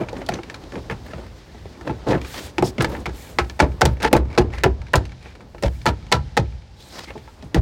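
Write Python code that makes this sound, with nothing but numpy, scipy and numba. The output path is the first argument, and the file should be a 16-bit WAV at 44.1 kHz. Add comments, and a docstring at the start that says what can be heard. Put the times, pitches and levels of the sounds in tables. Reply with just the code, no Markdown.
"""A plastic trim panel is pressed and knocked onto its clips on an open van door, heard from a phone inside the van.
Each contact is a burst of dying rings, a hollow note, a tick and clattering noise with a short dull echo.
Fist blows also make the door boom a moment later, as low beating notes. Sliding hands and scuffing shoes are
flickering bands of noise, loose clips tick, and quiet outdoor air is shaped noise.
The phone's gain control holds down the loudest blows."""
import sys
import numpy as np
from scipy import signal
from scipy.fft import rfft, irfft
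from scipy.io import wavfile
from scipy.ndimage import uniform_filter1d
from numba import njit

SR = 44100
rng = np.random.default_rng(int(sys.argv[2]) if len(sys.argv) > 2 else 0)


def master_out(mix):
    """Clip the mix to full scale and print it as 16-bit PCM to the path in sys.argv[1]."""
    frames = np.transpose(np.atleast_2d(mix))
    ceiling = np.clip(frames, -1, 1)
    pcm = np.round(ceiling * 32767).astype(np.int16)
    wavfile.write(sys.argv[1], SR, pcm)


N = 335601  # length in samples

# Levels, lengths and ring times here are starting values; the functions add trims and factors.
# Parts of a contact: body 0.2-0.9 kHz, knock 0.9-3 kHz, crack 3-7 kHz, snap above 7 kHz. t60 = time to fall 60 dB.

# single taps and clips snapping home: t/s, knock level/dB, body level/dB, crack level/dB, snap level/dB,
# hollow note f/Hz, tick f/Hz
TAPS = [(0.0347, -41, -38, -55, -66, 355, 2300), (.086, -34.5, -41, -41, -58, 343, 2350),
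        (0.129, -47, -31.5, -49, -66, 530, 3540), (.166, -36, -47, -49, -61, 322, 2000),
        (0.2165, -35.5, -34.5, -56, -62, 557, 1800), (.2636, -50, -52, -42, -45, 604, 4570),
        (.2885, -24.5, -21.5, -30.5, -31, 671, 1830), (0.3203, -34.5, -43, -54, -55, 490, 2380),
        (0.3387, -47, -44, -34.5, -57, 263, 6100), (0.388, -35, -31, -61, -75, 342, 1330),
        (0.4325, -37.5, -54, -44.5, -57, 300, 2270), (0.4988, -32.5, -42, -39.5, -60, 477, 2220),
        (.5429, -33, -44, -39, -44, 470, 2370), (.6355, -47, -39.5, -53, -63, 333, 3080),
        (.7214, -41, -48, -49, -68, 577, 1510), (0.7555, -36.5, -33, -54, -59, 495, 1610),
        (.899, -26, -31.5, -46, -47, 880, 1730), (0.91, -30, -35.5, -52, -68, 456, 1950),
        (.9226, -35, -38.5, -54, -66, 233, 1810), (1.1339, -33, -33.5, -51, -65, 643, 1280),
        (1.1816, -41, -41, -60, -70, 530, 1440), (1.546, -68, -41.5, -57, -78, 232, 1690),
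        (1.6558, -54, -39, -55, -73, 407, 2280), (1.8103, -39, -42, -42, -68, 330, 1330),
        (1.8754, -33.5, -24, -49, -59, 490, 2000), (1.8955, -35, -25, -54, -66, 310, 1670),
        (2.0671, -52, -26.5, -55, -66, 660, 1000), (2.0857, -44, -23, -33, -54, 295, 1000),
        (2.1311, -26.5, -20.5, -57, -59, 233, 1760), (2.15, -29, -21, -57, -59, 351, 1780),
        (2.215, -34, -44, -41, -55, 240, 2350), (2.2473, -34, -45, -45, -58, 328, 2380),
        (2.3798, -31.5, -47, -37.5, -47, 312, 3150), (2.5822, -22, -19.5, -29.5, -50, 348, 1830),
        (2.6245, -24, -11, -36, -32, 365, 1240), (2.782, -27, -25, -37.5, -64, 241, 2260),
        (2.8064, -19.5, -29, -27.5, -48, 312, 1420), (2.8217, -30, -26.5, -31.5, -22.5, 338, 1690),
        (2.8451, -21, -21, -28.5, -30, 883, 2240), (2.95, -30.5, -34, -62, -62, 815, 1790),
        (3.0572, -23, -29, -34, -35, 920, 2260), (3.0627, -31, -30, -59, -65, 364, 1020),
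        (3.091, -41, -35.5, -46, -65, 380, 1410), (3.3863, -10.5, -16.5, -23, -42, 803, 1920),
        (3.4976, -35, -52, -41, -58, 910, 2300), (3.8535, -14, -13, -20.5, -15.5, 895, 5800),
        (4.0022, -36.5, -40, -42, -53, 500, 2300), (4.0102, -36, -39, -58, -64, 870, 1830),
        (4.0285, -25, -26, -29, -25, 537, 1630), (4.0502, -22.5, -18, -39, -56, 876, 1800),
        (4.112, -43, -31, -58, -72, 546, 1940), (4.165, -23, -16, -26, -18, 485, 1570),
        (4.5363, -33, -38.5, -50, -59, 810, 2020), (4.9557, -20, -17.5, -22, -17, 908, 6940),
        (5.0533, -40, -48, -45, -54, 228, 2680), (5.2574, -43.5, -45, -64, -75, 460, 2460),
        (5.5469, -42, -38.5, -55, -69, 502, 1000), (7.1045, -38.5, -40, -59, -69, 543, 2190),
        (7.1545, -64, -34, -67, -77, 434, 1130), (7.2762, -43.5, -47, -55, -76, 870, 1340),
        (7.4248, -48, -39, -48, -61, 255, 1960)]
# steady handling noise: t/s, rumble level/dB (below 0.2 kHz), creak level/dB (0.2-1.2 kHz),
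# scrape level/dB (1.2-6 kHz), hiss level/dB (above)
HANDLING = [(0, -38, -38, -52, -62), (.45, -45.5, -42.5, -49, -61), (1.2, -40, -43.5, -49.5, -59),
            (1.4, -47, -49.5, -49.5, -63), (2.2, -40, -40, -49, -62), (2.28, -43, -44, -37, -42.5),
            (2.46, -43, -39, -34.5, -38.5), (2.52, -48, -44.5, -50.5, -59), (3.1, -34, -46, -51.5, -61),
            (3.17, -43, -44.5, -42.5, -44), (3.3, -49, -42, -42.5, -44.5), (3.37, -40, -45, -52, -52),
            (4.6, -46, -42.5, -54.5, -75), (5.3, -48, -55, -50.5, -73), (5.47, -43.5, -52.5, -64, -66),
            (5.75, -40, -54, -50, -53), (5.97, -37, -49.5, -51, -70), (6.5, -41, -52.5, -52.5, -84),
            (6.68, -56, -56.5, -62, -82), (6.88, -58, -51, -51, -49), (7.02, -48, -52, -45.5, -57),
            (7.2, -49, -50.5, -50, -60), (7.61, -45, -47.5, -59, -66)]
# short scrapes of panel, palm and shoe: t/s, length/s, knock level/dB, body level/dB, crack level/dB,
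# snap level/dB, high resonance f/Hz
SCRAPES = [(0, 0.032, -41, -24, -55, -70, 2300), (.136, 0.094, -45, -32, -49, -68, 1810),
           (0.306, 0.08, -35, -30, -47, -72, 5830), (.719, 0.073, -43, -30.5, -47.5, -66, 900),
           (.895, 0.034, -32, -38, -50, -66, 1800), (1.047, 0.078, -46, -46, -53, -60, 950),
           (1.155, 0.11, -48, -39.5, -50, -65, 910), (1.847, 0.063, -34, -30.5, -47, -72, 900),
           (2.064, 0.071, -31, -18.5, -37, -69, 935), (2.122, 0.064, -35, -22, -58, -72, 900),
           (2.339, .06, -34.5, -35.5, -34, -62, 1920), (2.635, 0.059, -46, -32, -31, -36, 5150),
           (2.797, 0.032, -29, -20, -32, -56, 1430), (2.877, 0.095, -39.5, -30, -45.5, -49, 910),
           (2.969, 0.06, -54, -33.5, -47, -53, 880), (3.864, 0.067, -57, -38, -62, -58, 2350),
           (4.019, .055, -21, -27, -28, -48, 870), (4.291, 0.088, -48, -40, -56, -70, 2260),
           (4.517, 0.094, -36, -50, -43, -76, 1890), (5.204, 0.12, -46.5, -58, -53, -76, 2390),
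           (5.336, 0.11, -62, -47.5, -57, -75, 900), (6.762, 0.28, -70, -51, -46.5, -59, 3950),
           (6.915, 0.12, -38, -42.5, -39, -55, 5000), (7.071, 0.041, -35, -38, -47, -63, 2150),
           (7.15, 0.034, -64, -41.5, -62, -70, 900), (7.422, 0.05, -67, -43, -62, -70, 900)]
# notes the panel can ring at: f/Hz, level/dB, t60/s
PANEL_MODES = [(274, -16.5, 0.079), (353.2, -5, 0.39), (457.5, 3.5, 0.13), (773, -4, 0.17), (823, -3, 0.13),
               (858, 0, 0.16), (967, -13.5, 0.26), (1070, -56, 0.18), (1329, -14, 0.22), (1440, -21, 0.095),
               (1574, -12, 0.051), (1783, -8.5, 0.08), (2086, -17, 0.084), (2110, -13.5, 0.073),
               (2120, -27.5, 0.11), (2450, -57, 0.087), (2490, -21.5, 0.16), (2662, -11, 0.047),
               (2800, -43, 0.14), (3052, -55, 0.19), (2950, -26.5, 0.14)]
# bands of clatter after a contact: f/Hz, width/Hz, level/dB, t60/s
CLATTER = [(278, 300, -7.5, 0.28), (596, 360, -4.5, 0.11), (1365, 970, -10.5, 0.14),
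           (2300, 1130, -10.5, 0.087), (4000, 3100, -0.5, 0.095), (5360, 3400, -7.5, 0.042),
           (7950, 6100, -10, 0.06), (13700, 8400, -12, 0.042)]
# bands of the sliding noise: f/Hz, width/Hz, level/dB, grain level/dB
SLIDE_BANDS = [(62.4, 50, -1, -2), (106.5, 77, -5.5, -0.5), (240, 400, -1, 1.5), (544, 260, -11, 5),
               (820, 790, -9.5, 5.5), (1790, 1350, -8.5, 5.5), (3500, 2350, -10.5, 7), (4680, 3340, -11, 5),
               (7300, 4100, -9, -9.5), (13500, 12000, -9.5, 7)]
# colour of the outdoor air: f/Hz, level/dB (per Hz)
AIR_COLOUR = [(15, -37), (25, -33), (53, 10), (84, 6), (166, -6.5), (363, -32.5), (476, -18.5), (641, -28),
              (863, -11), (1100, -44.5), (1330, -25), (5000, -26.5), (16000, -61.5)]
# beating notes of the thin door skin: pitch ratio, level/dB, delay/s, t60/s
SKIN_MODES = [(0.99, -0.5, 0.00765, 0.16), (.8, -7.5, 0.01113, 0.34), (1.326, -3.5, 0.0061, 0.15)]
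# beating notes of the heavy door frame: pitch ratio, level/dB, delay/s, t60/s
FRAME_MODES = [(1.021, 1.5, 0.0252, 0.38), (0.905, -6, 0.0335, 0.32), (1.206, 0.5, 0.0194, 0.21),
               (1, -23, 0.034, 0.14)]
# fist blows; the knuckles touch first, the panel rebounds after: t/s, knock level/dB, body level/dB,
# crack level/dB, hollow note f/Hz, tick f/Hz, lead of the touch t/s, touch knock level/dB, touch snap level/dB,
# rebound body level/dB, door skin level/dB, door skin f/Hz, door frame level/dB, chatter level/dB,
# rebound delay t/s, ring time factor
BLOWS = [(3.601, -7.5, -7, -15, 872, 1415, 0.0084, -25.5, -39, -9.5, -7.5, 163, -8.5, -25, 0.026, 0.9),
         (3.816, -9.5, -7.5, -17.5, 744, 1010, 0.0054, -22, -18, -18, -10, 149.6, -9.5, -31, 0.016, .73),
         (4.1325, -10.5, -0.5, -21, 486, 1420, 0.0034, -14, -6, -7, -5, 139, -6.5, -18, 0.018, 0.53),
         (4.3808, -15.5, -8, -21, 369, 983, 0.004, -17, -38, -15, -7.5, 129, -11.5, -24, 0.021, 0.82),
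         (4.6403, -12, -14.5, -30, 545, 1740, 0.0045, -18, -14.5, -14, -8.5, 119.6, -13.5, -43, .0204, .7),
         (4.9384, -7, -10, -38, 544, 1730, 0.0045, -27, -20, -16, -4.5, 123.4, -13, -25, 0.015, 0.58),
         (5.635, -27.5, -15.5, -32, 558, 1790, 0.01, -30, -27, -36, -13.5, 130, -13.5, -21.5, .01, 0.81),
         (5.864, -11, -14.5, -19, 904, 1320, .0072, -23, -17, -24.5, -13, 120.7, -18.5, -21.5, .0198, 0.82),
         (6.1237, -7.5, -13.5, -17.5, 825, 3560, 0.0067, -22, -26, -31, -10, 135.2, -18, -22, .0144, 0.92),
         (6.374, -15.5, -15.5, -19, 798, 1990, .0055, -22, -26, -23.5, -9, 130, -16, -41, 0.015, 0.61),
         (7.5524, -31, -24.5, -50, 330, 1250, 0.0072, -21.5, -24.5, -24, -4.5, 126, -10, -31, .0094, 0.98)]
# palm pushes felt by the door: t/s, skin level/dB, frame level/dB
PUSHES = [(0, -21.5, -37), (0.289, -19.5, -33), (0.744, -25.5, -32), (.9, -19, -46), (1.131, -24.5, -37),
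          (1.876, -16, -30), (2.07, -16.5, -33), (2.134, -14, -23.5), (2.588, -15, -28),
          (2.624, -14.5, -39), (2.785, -10.5, -27), (2.845, -20, -24.5), (2.98, -36, -27),
          (3.062, -23.5, -28.5), (3.384, -21, -22.5), (3.855, -9, -23), (4.03, -26.5, -23),
          (4.471, -40, -22), (4.55, -35, -22.5), (4.778, -42, -22.5), (6.17, -21, -21.5),
          (6.489, -35, -29.5), (7.152, -34, -37), (7.43, -27.5, -37)]
# faint ticks of a loose clip: t/s, knock level/dB
TICKS = [(3.4442, -44), (3.7182, -46), (3.9695, -45), (4.2538, -47), (4.2828, -54), (4.3024, -44),
         (4.3284, -41), (4.3504, -41), (4.5023, -45), (4.5884, -45), (4.817, -43.5), (4.8673, -46.5),
         (4.8834, -48), (5.0939, -46.5), (5.1197, -46), (5.2272, -48), (5.3525, -43.5), (5.4064, -46.5),
         (5.5818, -44.5), (5.8155, -47), (5.9819, -62), (6.0264, -51), (6.0666, -48), (6.5236, -51.5),
         (6.62, -52), (7.1772, -46)]

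AIR_DB, AIR_SWELL_DB = -47, 3
CABIN_T60_S, CABIN_DB = 0.17, -22
TAP_RING = 0.82  # ring time factor, as are the other _RING settings
BLOW_SNAP_DB = -19  # snap against the crack
TOUCH_BODY_DB, TOUCH_CRACK_DB = 4.5, -4  # against the touch knock
TOUCH_TICK_HZ, TOUCH_RING = 1874, 0.64
REBOUND_KNOCK_DB, REBOUND_CRACK_DB, REBOUND_SNAP_DB = -12.5, -34, -40  # against the rebound body
REBOUND_TICK_HZ, REBOUND_RING = 1190, 0.67
REBOUND_PITCH = 0.7  # the released panel sounds lower
# the panel chatters in its seat after a blow; knock, body, crack, snap against the chatter level
CHATTER_S, CHATTER_LENGTH_S, CHATTER_DB = 0.009, 0.035, (-7, -1, -13, -31)
SCRAPE_LOW_HZ, CHATTER_HIGH_HZ = 340, 900
PUSH_SKIN_HZ, FRAME_HZ, DOOR_RING = 142.4, 63.1, 0.81
# low noise after a blow or push; level against the frame
SHUDDER_DB, SHUDDER_T60_S, SHUDDER_RISE_S = -12, 0.74, 0.06
TICK_BODY_DB, TICK_CRACK_DB, TICK_SNAP_DB = -9.5, -9.5, -19  # against the knock
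TICK_HOLLOW_HZ = 410
RATTLE_PER_S, RATTLE_HZ, RATTLE_DB = 19, 2290, -3  # level against the handling scrape
TOP_HZ = 16300  # upper limit of the phone's sound


def undb(db):
    """Turns decibels into a plain amplitude."""
    return 10 ** (np.asarray(db) / 20)


def unit(x):
    """Scales a sound to an rms (average strength) of 1."""
    return x / np.sqrt(np.mean(x ** 2))


def band(hz, width):
    """Fresh noise through a resonance applied twice, rms 1."""
    b, a = signal.iirpeak(hz, hz / width, fs=SR)
    once = signal.lfilter(b, a, rng.standard_normal(N))
    return unit(signal.lfilter(b, a, once))


def walk(rate):
    """Random wandering levels: about `rate` new values per second, joined by slopes."""
    hold = int(SR / rate) + 1
    steps = np.repeat(rng.standard_normal(N // hold + 1), hold)
    return uniform_filter1d(steps, hold)[:N]


@njit
def add(out, start, hz, gain, t60, rise, turn):
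    """Adds dying rings that swell over the rise time; pitch 0 with a quarter turn gives a plain decay."""
    for m in range(len(hz)):
        step = np.exp(2j * np.pi * hz[m] / SR - np.log(1000) / (t60[m] * SR))
        z, lag, lag_step = gain[m] * np.exp(1j * turn[m]), 1., np.exp(-1 / (rise[m] * SR))
        for i in range(start[m], min(len(out), start[m] + int(t60[m] * SR))):
            z, lag = z * step, lag * lag_step
            out[i] += z.imag * (1 - lag)


@njit
def follow(x, attack, release):
    """Level follower, quick up and slow down."""
    level, e = np.empty(len(x)), 0.
    for i in range(len(x)):
        e += (abs(x[i]) - e) * (attack if abs(x[i]) > e else release)
        level[i] = e
    return level


def rings(s, hz, db, t60, rise, turn):
    """Sum of many rings; all columns are stretched to the same shape."""
    out = np.zeros(N)
    columns = np.broadcast_arrays(s, hz, db, t60, rise, turn)
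    s, hz, db, t60, rise, turn = (np.ravel(c) * 1. for c in columns)
    start = (s * SR).astype(np.int64)
    add(out, start, hz, undb(db), np.clip(t60, .005, 2), np.clip(rise, 1e-4, .1), turn)
    return out


def air():
    """Distant outdoor rumble and leaves: noise coloured by pitch, swelling slowly."""
    hz = np.maximum(np.fft.rfftfreq(N, 1 / SR), 1)
    table_hz, table_db = np.transpose(AIR_COLOUR)
    colour = undb(np.interp(np.log(hz), np.log(table_hz), table_db))
    noise = irfft(rfft(rng.standard_normal(N)) * colour, N)
    return unit(noise) * undb(AIR_DB + AIR_SWELL_DB * walk(1.69))


def strokes():
    """Power curves (knock, body, crack, snap) of short scrapes and chatter, and the resonances they sing in."""
    power, sung = np.zeros((4, N)), np.zeros(N)
    events = [(*row, SCRAPE_LOW_HZ) for row in SCRAPES]
    events += [(b[0] + CHATTER_S, CHATTER_LENGTH_S, *(b[13] + np.array(CHATTER_DB)), CHATTER_HIGH_HZ, b[4])
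               for b in BLOWS]
    for s, length, *db, high_hz, low_hz in events:
        a = int(max(s, 0) * SR)
        n = min(int(1.35 * length * SR), N - a)
        shape = np.sin(np.pi * np.linspace(0, 1, n) ** 0.64) ** 2.06  # quick start, slow release
        power[:, a:a + n] += np.outer(undb(db) ** 2, shape)
        high_db = db[0 if high_hz < 3000 else 2] - 6.0  # follows the knock or the crack
        low_db = db[1] - 11.0
        for hz, peak_db in ((high_hz, high_db), (low_hz, low_db)):
            noise = rng.standard_normal(int(.4 * SR))
            ring = signal.lfilter(*signal.iirpeak(hz, 9.0, fs=SR), noise)[-n:]
            sung[a:a + n] += unit(ring) * np.sqrt(shape) * undb(peak_db)
    return power, sung


def sliding():
    """Friction noise: all of it shares a stick-slip grain, and each band flickers on its own."""
    s, *columns = np.transpose(HANDLING)
    t = np.arange(N) / SR
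    rumble, creak, scrape, hiss = (undb(np.interp(t, s, c)) ** 2 for c in columns)
    hit, _, _, frame_db = booms()
    shudder = rings(hit, 0, frame_db + SHUDDER_DB, SHUDDER_T60_S, SHUDDER_RISE_S, np.pi / 2)
    slow = np.array([rumble + shudder ** 2, creak, scrape, hiss])
    slow = np.repeat(slow, [2, 3, 3, 2], axis=0)  # one power curve for each band
    (knock, body, crack, snap), sung = strokes()
    brief = [0, 0, body, body, knock, knock, crack, crack, snap, snap]
    grain = walk(150)
    out = sung * undb(1.2 * grain)
    for (hz, width, db, grain_db), steady, burst in zip(SLIDE_BANDS, slow, brief):
        power = steady * undb(1.0 * grain) + burst * undb(2 * grain_db * grain)
        flicker_db = 2.22 * walk(25)
        out = out + band(hz, width) * np.sqrt(power) * undb(db + flicker_db)
    return out


def booms():
    """Columns (t/s, skin level/dB, skin f/Hz, frame level/dB) of all that shakes the door."""
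    rows = [(b[0], *b[10:13]) for b in BLOWS]
    rows += [(s, skin, PUSH_SKIN_HZ, frame) for s, skin, frame in PUSHES]
    return np.transpose(rows)[:, :, None]


def door():
    """The door skin answers first, the heavy frame later, each with a few beating notes."""
    s, skin_db, skin_hz, frame_db = booms()
    out = 0
    for modes, push_db, hz in ((SKIN_MODES, skin_db, skin_hz), (FRAME_MODES, frame_db, FRAME_HZ)):
        ratio, db, delay, t60 = np.transpose(modes)
        turn = 1.64 * rng.standard_normal((len(s), len(modes)))
        out = out + rings(s + delay, hz * ratio, push_db + db + 2.0, t60 * DOOR_RING, 0.0092, turn)
    return out


def contacts():
    """Rows (t, knock, body, crack, snap, ring, hollow Hz, tick Hz): three a blow, one a tap or tick."""
    rows = [(s, knock, body, crack, snap, TAP_RING, hollow, tick)
            for s, knock, body, crack, snap, hollow, tick in TAPS]
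    rows += [(s, knock, knock + TICK_BODY_DB, knock + TICK_CRACK_DB, knock + TICK_SNAP_DB,
              TAP_RING, TICK_HOLLOW_HZ, RATTLE_HZ) for s, knock in TICKS]
    for s, knock, body, crack, hollow, tick, lead, touch, snap, back, *_, late, ring in BLOWS:
        rows += [(s - lead, touch, touch + TOUCH_BODY_DB, touch + TOUCH_CRACK_DB, snap,
                  TOUCH_RING, hollow, TOUCH_TICK_HZ),
                 (s, knock, body, crack, crack + BLOW_SNAP_DB, ring, hollow, tick),
                 (s + late, back + REBOUND_KNOCK_DB, back, back + REBOUND_CRACK_DB, back + REBOUND_SNAP_DB,
                  REBOUND_RING, hollow * REBOUND_PITCH, REBOUND_TICK_HZ)]
    return np.array(rows)


def plate(s, knock_db, crack_db):
    """First instants of a contact: random short upper notes give each crack its edge and colour."""
    hz = 1000 * 7 ** rng.uniform(size=(len(s), 8))  # eight notes, 1-7 kHz
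    db = np.where(hz < 3000, knock_db - 10.5, crack_db - 8.5) + 2.5 * rng.standard_normal(hz.shape)
    return rings(s, hz, db, 0.035 * (2000 / hz) ** 0.44, 1e-4, 0)


def panel():
    """Every contact rings the panel's notes in a new mix and sets off a clatter whose treble dies sooner."""
    s, knock, body, crack, snap, ring, hollow_hz, tick_hz = contacts().T[:, :, None]
    hz, db, t60 = np.transpose(PANEL_MODES)
    chance = rng.standard_normal((len(s), 3, len(PANEL_MODES)))
    # the place struck decides which notes speak; a held panel is detuned a little
    tone_db = np.where(hz < 900, body - 4.0, knock + 3.54) + db + 4.76 * chance[:, 0]
    tone_hz = hz * (1 + 0.03 * chance[:, 1])
    # low notes swell more slowly
    out = rings(s, tone_hz, tone_db, 0.59 * t60 * ring, 1.06 / hz, 3 * chance[:, 2])
    # the stretch of panel under the hand gives a hollow note
    out += rings(s, hollow_hz, body + 5.0, 0.1 * ring * (400 / hollow_hz) ** 0.99, 0.56 / hollow_hz, 0)
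    # it lingers, beating
    pair_hz = hollow_hz * np.array([.985, 1.02])
    out += rings(s, pair_hz, body - 9.0, 0.2 * ring, 3.8 / hollow_hz, 0)
    tick_db = np.where(tick_hz < 3000, knock, crack) + 5.9
    out += rings(s, tick_hz, tick_db, 0.027 * ring, 0.78 / tick_hz, 0)
    clatter = np.zeros(N)
    forces = np.repeat([body, knock, crack, snap], 2, axis=0)  # two bands each
    for (hz, width, db, t60), force in zip(CLATTER, forces):
        # bands far in pitch from the hollow note and the tick are weaker
        octaves = np.minimum(np.abs(np.log2(hz / hollow_hz)), np.abs(np.log2(hz / tick_hz)))
        level = force + db - 3.0 * octaves.clip(0, 1.5)
        sharp = rings(s, 0, level + 6.0, 0.23 * t60 * ring, 0.28 / hz, np.pi / 2)
        tail = rings(s, 0, level + 1.0, t60 * ring, 0.0011 + 2.4 / hz, np.pi / 2)
        clatter += (sharp + tail) * band(hz, width) * undb(3.7 * walk(250))
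    return out + clatter + plate(s, knock, crack)


def cabin(x):
    """Short dull reverberation of the carpeted van: the sound is smeared by dying noise."""
    t = np.arange(int(.4 * SR)) / SR
    dull = signal.lfilter([1], [1, -.6], rng.standard_normal(len(t)))
    tail = dull * np.exp(-np.log(1000) * t / CABIN_T60_S) * (t > .004)
    tail = tail / np.sqrt(np.sum(tail ** 2))
    return x + undb(CABIN_DB) * signal.fftconvolve(x, tail)[:N]


def rattle():
    """Loose clips tick faintly at random moments, louder where the handling scrapes more."""
    s = np.cumsum(-np.log(rng.uniform(size=400)) / RATTLE_PER_S)
    chance = rng.standard_normal((400, 2))
    handling_s, _, _, scrape_db, _ = np.transpose(HANDLING)
    db = np.interp(s, handling_s, scrape_db) + RATTLE_DB + 5.3 * chance[:, 0]
    return rings(s, RATTLE_HZ * np.exp(0.186 * chance[:, 1]), db, 0.027, .0002, 0)


def scene():
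    """All layers together; only the panel gets the van's reverberation."""
    return (air() + sliding() + door() + cabin(panel()) + rattle())[None]


def record(dry):
    """The phone: gain control holds loud blows down, peaks are rounded, the top is cut."""
    level = follow(dry[0], 0.047, 1 / (.08 * SR))
    held = dry * np.minimum(1, (0.54 / (level + 1e-9)) ** .5)  # halves the dB above 0.54
    rounded = np.tanh(1.008 * held) / 1.06
    return signal.sosfilt(signal.ellip(8, .2, 70, TOP_HZ, fs=SR, output="sos"), rounded)


dry = scene()
out = record(dry)
master_out(out)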